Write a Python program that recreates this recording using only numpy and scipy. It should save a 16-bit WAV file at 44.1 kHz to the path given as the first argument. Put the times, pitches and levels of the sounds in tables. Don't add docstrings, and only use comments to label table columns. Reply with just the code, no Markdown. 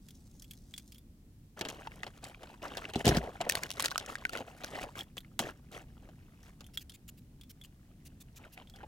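import sys
import numpy as np
from scipy import signal
from scipy.fft import rfft, irfft, next_fast_len
from scipy.io import wavfile
from scipy.ndimage import uniform_filter1d, map_coordinates

SR = 44100
rng = np.random.default_rng(int(sys.argv[2]) if len(sys.argv) > 2 else 0)


def wav_out(sig):
    wavfile.write(sys.argv[1], SR, np.round(np.clip(np.atleast_2d(sig).T, -1, 1) * 32767).astype(np.int16))


N = 391166
T = np.arange(SR // 4) / SR
TOP_HZ = 16100
STROKE_ATTACK_S, STROKE_RELEASE_S = 0.0086, 0.12
FIDGET_SCRAPE_DB, FIDGET_RUSTLE_DB = -2, -13.5

# (time [s], ring level [dB], tick level [dB])
STEEL_TICKS = [(0.086, -65, -61.5), (0.4216, -62, -58.5), (0.5101, -55, -55), (0.739, -45.5, -59.5),
               (0.7786, -50, -50.5), (0.921, -64, -60.5), (0.958, -61.5, -75), (4.991, -43, -60),
               (5.0076, -41, -72), (5.1801, -41.5, -56.5), (6.6428, -61, -71), (6.774, -35.5, -49.5),
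               (6.896, -53, -58.5), (7.412, -58.5, -65), (7.6137, -53.5, -69.5), (8.673, -61, -79),
               (8.7378, -58, -77)]
# (start [s], end [s])
LYING_S = (3.0, 5.9)
# (time [s], thump level [dB], rattle level [dB])
TABLE_BLOWS = [(2.957, -25.5, -35.5), (3.047, -28.5, -42), (3.0671, -18.5, -26), (3.078, -22, -22.5),
               (3.089, -21, -23.5), (3.116, -24.5, -73.5), (3.149, -27.5, -38), (3.169, -22.5, -30),
               (5.401, -35.5, -35)]
# (time [s], level [dB])
SQUIRTS = [(6.735, -52), (6.805, -50.5), (6.936, -51), (7.078, -48), (7.173, -59), (7.494, -50.5),
           (7.636, -54.5), (8.05, -51.5), (8.202, -51.5), (8.358, -51), (8.522, -53)]
# (time [s], level [dB], hardness: crack up and knock down by this [dB])
KNOCKS = [(1.5922, -59.5, 10.5), (1.611, -37.5, -1), (1.651, -42, -2), (1.6862, -44, 2.5),
          (1.7006, -47.5, 0.5), (2.0326, -47, 0), (2.0662, -47.5, -3.5), (2.2412, -61, 16),
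          (2.4322, -52, -4), (2.771, -40.5, 0), (2.899, -53.5, 0), (2.936, -46.5, 0.5), (3.0546, -34, 2),
          (3.405, -42.5, -11), (3.413, -39, -0.5), (3.466, -51.5, -17), (4.4051, -50, -13),
          (4.636, -45, -2), (5.169, -49.5, 1), (5.392, -32.5, 2), (6.089, -62.5, -7.5), (6.607, -57, 3.5),
          (8.8316, -58, -14)]
# (time [s], level [dB],
# pitch [Hz])
TAPS = [(1.872, -40, 900), (1.918, -54, 2220), (2.0331, -39.5, 1950), (2.346, -51, 2400),
        (2.853, -39.5, 2720), (2.947, -43, 2770), (5.247, -58.5, 2150), (7.091, -57, 2850),
        (7.648, -57.5, 2900)]
# (time [s], pop level [dB], crack level [dB])
BAG_SNAPS = [(3.493, -58, -35), (3.4967, -30, -26.5), (3.51, -57.5, -41), (3.522, -40, -37),
             (3.5533, -40, -31), (3.6345, -38, -37.5), (3.7045, -57, -38.5), (3.7144, -58, -40),
             (3.8041, -42.5, -34.5), (3.7972, -35, -33), (3.824, -47, -34.5), (3.8424, -35.5, -38),
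             (3.8478, -37, -35), (3.855, -43, -40), (3.8584, -39, -29), (3.882, -43, -48),
             (3.9155, -38, -44.5), (3.921, -42, -50), (3.958, -32, -49), (3.979, -38.5, -32),
             (4.062, -55, -47), (4.1546, -37, -47), (4.252, -28.5, -47), (4.294, -42, -47.5),
             (4.333, -43, -46.5), (4.3529, -38.5, -57), (4.3738, -46, -46.5), (4.6451, -42.5, -42)]
# (start [s], length [s], scrape level [dB], rustle level [dB])
STROKES = [(0.02, 0.96, -80.5, -71.5), (1.568, 0.17, -54, -70), (2.226, 0.068, -50.5, -60),
           (2.406, 0.14, -55.5, -70), (2.619, 0.28, -47.5, -64), (2.95, 0.064, -45.5, -56),
           (3.046, 0.13, -34, -49), (3.167, 0.094, -47, -61), (3.436, 0.14, -46, -63.5),
           (3.545, 0.11, -47, -55.5), (3.77, 0.094, -45, -55), (4.005, 0.033, -45, -63),
           (4.078, 0.052, -43, -54.5), (4.322, 0.094, -45, -58.5), (4.664, 0.11, -48, -61),
           (4.748, 0.091, -43, -56), (4.952, 0.048, -44, -55), (5.406, 0.083, -44.5, -57),
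           (5.716, 0.088, -51, -61.5), (6.429, 0.065, -60.5, -67), (8.39, 0.079, -57.5, -76),
           (8.574, 0.045, -53.5, -73), (8.761, 0.088, -60.5, -81)]
# (time [s], level [dB])
FIDGETING = [(0.0, -88), (1.56, -102), (1.68, -54.5), (2.64, -63.5), (3.06, -55.5), (4.86, -53.5),
             (5.14, -71), (6.4, -68), (7.16, -79), (8.87, -65)]
# (start [s], length [s], level [dB])
DRAGS = [(1.616, 0.12, -52.5), (3.208, 0.089, -44), (3.404, 0.08, -47), (4.813, 0.048, -48.5),
         (5.406, .09, -51)]

# (frequency [Hz], level [dB], time to die by 60 dB [s])
RECEIVER_MODES = [(2100, -2.5, 0.0043), (3270, 4.5, 0.029), (3450, -3.5, 0.065), (3730, -11, 0.025)]
# (frequency [Hz], level [dB], time to die by 60 dB [s])
TABLETOP_MODES = [(59, -11, 0.26), (113, -1.5, 0.067), (158.3, 2.5, 0.078), (232, -1, 0.093),
                  (327, -0.5, 0.054), (400, -5, 0.16), (506, -9.5, 0.078), (687, -2.5, 0.032)]
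# (frequency [Hz], level [dB], time to die by 60 dB [s])
POP_MODES = [(1585, -0.5, 0.022), (2280, -1.5, 0.0071)]

# (frequency [Hz], level [dB])
KNOCK = [(90, -17), (320, -4.5), (760, 2.5), (1000, -11), (1700, -30.5)]
# (frequency [Hz], level [dB])
CLACK = [(600, -46.5), (1100, -6.5), (1600, -3), (2300, -9.5), (2800, -1.5), (4200, -19)]
# (frequency [Hz], level [dB])
CRACK = [(1600, -17), (3200, 0.5), (5900, -3), (10000, -11.5), (16000, -19)]
# (frequency [Hz], level [dB])
SCRAPE = [(90, -6.5), (300, -3.5), (740, -2), (1000, -13), (1650, -13), (2900, -12), (5000, -27.5)]
# (frequency [Hz], level [dB])
RUSTLE = [(2200, -33.5), (3400, 0.5), (6000, 6), (16000, -6)]
# (frequency [Hz], level [dB])
SPRAY = [(700, -24), (1500, -10.5), (3300, -1.5), (6000, -3), (16000, -4)]
# (frequency [Hz], level [dB])
FILM = [(550, 1), (1050, -7), (5000, 1.5), (16000, -10.5)]
# (frequency [Hz], level [dB])
RUMBLE = [(30, 3.5), (150, 0.5), (260, -5), (500, -23.5), (900, -34), (1600, -57.5)]
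# (frequency [Hz], level [dB])
HISS = [(500, 0), (16000, -5.5)]
# (frequency [Hz], phase [rad])
PORT_PHASE = [(0, -0.5), (1550, 1.5), (2330, 1.83), (3190, 0.32), (16500, 1.58)]


def amp(db):
    return 10 ** (np.asarray(db) / 20)


def unit(x):
    return x / np.sqrt(np.mean(x ** 2) + 1e-20)


def sized(x, db):
    return amp(db) * unit(x) * np.sqrt(SR / 100 / x.shape[-1])


def wobble(rate):
    knots = rng.standard_normal(int(N * rate / SR) + 4)
    return map_coordinates(knots, [np.arange(N) * rate / SR])


def colour(x, points):
    n = x.shape[-1]
    m = 2 * next_fast_len(n // 2 + 2048)
    hz, db = np.transpose(points)
    grid = np.log(np.fft.rfftfreq(m, 1 / SR) + 1)
    beyond = np.abs(grid - np.clip(grid, np.log(hz[0]), np.log(hz[-1])))
    gain = amp(np.interp(grid, np.log(hz), db) - 20 * beyond)
    cepstrum = irfft(np.log(gain), m)
    cepstrum[1:m // 2] *= 2
    cepstrum[m // 2 + 1:] = 0
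    response = np.exp(rfft(cepstrum))
    return irfft(rfft(x, m) * response, m)[..., :n]


def uneven(spectrum, count, scatter_db):
    hz, db = np.transpose(spectrum)
    grid = np.geomspace(hz[0], hz[-1], count)
    shape = np.interp(np.log(grid), np.log(hz), db) + scatter_db * rng.standard_normal(count)
    return np.column_stack([grid, shape])


def pair(n, side_db):
    mid, side = rng.standard_normal((2, n))
    return np.array([mid + amp(side_db) * side, mid - amp(side_db) * side])


def add(track, s, x):
    part = track[:, round(s * SR):][:, :x.shape[-1]]
    part += x[..., :part.shape[-1]]


def burst(spectrum, t60, spike, side_db, uneven_db=4):
    x = pair(len(T), side_db) * amp(-60 * T / t60)
    x[:, 0] += spike * rng.choice([-1, 1])
    return colour(x, uneven(spectrum, 14, uneven_db))


def ring(modes, scatter_db, spread, damping=1, detune=0):
    x = 0
    for hz, db, t60 in modes:
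        shifted_hz = hz * (1 + detune * rng.standard_normal())
        phase = 2 * np.pi * shifted_hz * T + spread * rng.standard_normal((2, 1))
        onset = 1 - np.exp(-4 * hz * T)
        fade = amp(-60 * damping * T / t60) * onset
        strength = rng.choice([-1, 1]) * amp(db + scatter_db * rng.standard_normal())
        x = x + strength * fade * np.sin(phase)
    return x


def rebound(s, flight_s, loss_db):
    flight = flight_s * np.exp(0.28 * rng.standard_normal())
    return [(s, 0), (s + flight, -loss_db)]


def pressure(start, length):
    t = np.arange(N) / SR - start
    attack = np.clip(t / STROKE_ATTACK_S + .5, 0, 1)
    return attack * amp(-60 * np.clip((t - length) / STROKE_RELEASE_S, 0, 2))


def slips(hz, octaves, cycles, count):
    events = count * N // SR
    pitch, size, skew = rng.standard_normal((3, events, 1))
    age = np.arange(SR // 60)
    at = (rng.integers(N, size=(events, 1)) + age).ravel()
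    turns = hz * 2 ** (octaves * pitch) * age / SR
    fade = amp(5 * np.minimum(size, 2) - 60 * turns / cycles)
    grains = [fade * np.sin(2 * np.pi * turns + side * skew / 4) for side in (1, -1)]
    return unit(np.array([np.bincount(at, g.ravel(), N)[:N] for g in grains]))


def friction(spectrum, grain_rate, grain_db, side_db, patchy_db, snap):
    starts = (rng.random(N) < 50 / SR) * rng.exponential(size=N)
    snaps = signal.lfilter([1], [1, -np.exp(-1 / (.0016 * SR))], starts)
    catches = amp(grain_db * wobble(grain_rate)) + snap * snaps
    z = signal.stft(pair(N, side_db) * catches, nperseg=512)[2]
    field = uniform_filter1d(rng.standard_normal(z.shape[1:]), size=4, axis=0)
    field = uniform_filter1d(field, size=9, axis=1)
    x = signal.istft(z * amp(patchy_db * unit(field)), nperseg=512)[1][:, :N]
    return unit(colour(x, spectrum))


def outdoors():
    swell_db = 1.1 * wobble(4)
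    rumble = unit(colour(pair(N, side_db=-21.0), RUMBLE)) * amp(swell_db - 55.5)
    hiss = unit(colour(pair(N, side_db=0.0), HISS)) * amp(-73.5)
    return rumble + hiss


def rubbing():
    fidget = amp(np.interp(np.arange(N) / SR, *np.transpose(FIDGETING)))
    scraping, rustling = amp(FIDGET_SCRAPE_DB) * fidget, amp(FIDGET_RUSTLE_DB) * fidget
    for start, length, scrape_db, rustle_db in STROKES:
        press = pressure(start, length)
        scraping = np.maximum(scraping, amp(scrape_db) * press)
        rustling = np.maximum(rustling, amp(rustle_db) * press)
    scrape = friction(SCRAPE, grain_rate=500, grain_db=3.5, side_db=-14.0, patchy_db=2.5, snap=1)
    scrape = unit(scrape + amp(-2) * slips(hz=1800, octaves=.55, cycles=22, count=220))
    rustle = friction(RUSTLE, grain_rate=670, grain_db=4.5, side_db=-9.0, patchy_db=2.5, snap=2.5)
    jerk_db = 2.54 * wobble(45)
    return amp(jerk_db) * (scraping * scrape + rustling * rustle)


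def dragging():
    press = sum(amp(db) * pressure(start, length) for start, length, db in DRAGS)
    return press * slips(hz=718, octaves=.36, cycles=14, count=350)


def bag(settle_s=.016, crinkle_db=-18, scatter_db=3, count=5):
    out = np.zeros((2, N))
    for s, pop_db, crack_db in BAG_SNAPS:
        pop = sum(ring(POP_MODES, scatter_db=3, spread=.3, detune=.15) for _ in range(2))
        add(out, s, sized(pop, pop_db))
        crack = burst(FILM, t60=0.013, spike=3.6, side_db=-6.5)
        add(out, s, sized(crack, crack_db))
        waits = rng.exponential(settle_s, count)
        sizes_db = rng.normal(crinkle_db, scatter_db, count)
        for wait, size_db in zip(waits, sizes_db):
            crinkle = burst(CRACK, t60=0.0037, spike=9.5, side_db=4)
            add(out, s + wait, sized(crinkle, crack_db + size_db))
    return out


def taps(cycles=26):
    out = np.zeros((2, N))
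    for s, db, hz in TAPS:
        tone = ring([(hz, 0, cycles / hz)], scatter_db=0, spread=.2)
        clack = burst(CLACK, t60=.025, spike=2, side_db=-9.5)
        add(out, s, sized(tone, db) + sized(clack, db - 7.5))
    return out


def contact(knock_db, clack_db, crack_db):
    hardness = amp(0.163 * (crack_db - clack_db))
    crack_spectrum = [(hz * hardness, db) for hz, db in CRACK]
    knock = burst(KNOCK, t60=0.049, spike=1.4, side_db=-19.5)
    clack = burst(CLACK, t60=0.049, spike=2.8, side_db=-18.0)
    crack = burst(crack_spectrum, t60=0.021, spike=3.4, side_db=-5.5)
    return sized(knock, knock_db) + sized(clack, clack_db) + sized(crack, crack_db)


def gear():
    out = np.zeros((2, N))
    for start, level_db, hard_db in KNOCKS:
        for s, db in rebound(start, flight_s=.007, loss_db=8):
            add(out, s, amp(level_db + db - 0.5) * contact(-hard_db, 0, hard_db))
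    return out


def table():
    out = np.zeros((2, N))
    for s, thump_db, rattle_db in TABLE_BLOWS:
        boom = ring(TABLETOP_MODES, scatter_db=4.0, spread=0.076, detune=0.028)
        knock = burst(KNOCK, t60=0.049, spike=1.0, side_db=-12.5)
        clack = burst(CLACK, t60=0.026, spike=2.2, side_db=6.5)
        crack = burst(CRACK, t60=0.042, spike=5.5, side_db=-2)
        metal = ring(RECEIVER_MODES, scatter_db=3, spread=.6, detune=.03)
        add(out, s, sized(boom, thump_db - .5))
        add(out, s, sized(knock, thump_db - 12))
        add(out, s, sized(clack, thump_db - 18.0))
        add(out, s, sized(crack, rattle_db - 5.0))
        add(out, s, sized(metal, rattle_db - 15.0))
    return out


def from_left(x, louder_db=0.4, bass_hz=700):
    hz = np.fft.rfftfreq(N, 1 / SR)
    lead = np.interp(hz, *np.transpose(PORT_PHASE)) * np.minimum(hz / bass_hz, 1)
    side = np.array([[1], [-1]])
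    return irfft(rfft(x) * np.exp(.5j * lead * side), N) * amp(louder_db * side)


def squirts(length_s=0.027):
    out = np.zeros((2, N))
    for s, db in SQUIRTS:
        span = length_s * np.exp(.15 * rng.standard_normal())
        flow = np.sqrt(np.abs(np.sin(np.pi * np.minimum(T / span, 1))))
        nozzle = uneven(SPRAY, 24, 4)
        spray = colour(pair(len(T), side_db=-8.5) * flow, nozzle)
        add(out, s, sized(spray, db - .5))
    return out


def clink(ring_db, tick_db, damping):
    grip = damping * np.exp(0.25 * rng.standard_normal())
    modes = ring(RECEIVER_MODES, scatter_db=3, spread=0.26, damping=grip, detune=0.018)
    clack = burst(CLACK, t60=0.044, spike=2.1, side_db=-5)
    tick = burst(SPRAY, t60=0.037, spike=4.7, side_db=-6)
    return sized(modes, ring_db) + sized(tick, tick_db + 6.0) + sized(clack, tick_db - 17.5)


def steel(lying_damping=3, settle_db=-65):
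    out = np.zeros((2, N))
    for start, ring_db, tick_db in STEEL_TICKS:
        settle = start + 0.022 * np.exp(rng.standard_normal() / 10)
        add(out, settle, clink(settle_db, settle_db, 0.87))
        lying = LYING_S[0] < start < LYING_S[1]
        damping = lying_damping if lying else 1
        for s, db in rebound(start, flight_s=0.0035, loss_db=9):
            add(out, s, clink(ring_db + db, tick_db + db, damping))
    return out


def scene():
    at_table = gear() + taps() + bag() + table() + rubbing() + dragging()
    return outdoors() + from_left(at_table) + squirts() + steel()


def record(dry):
    m = next_fast_len(N + SR // 2)
    hz = np.fft.rfftfreq(m, 1 / SR)
    gain = np.clip((TOP_HZ - hz) / 400 + .5, 0, 1)
    return irfft(rfft(dry, m) * gain, m)[:, :N]


dry = scene()
out = record(dry)
wav_out(out)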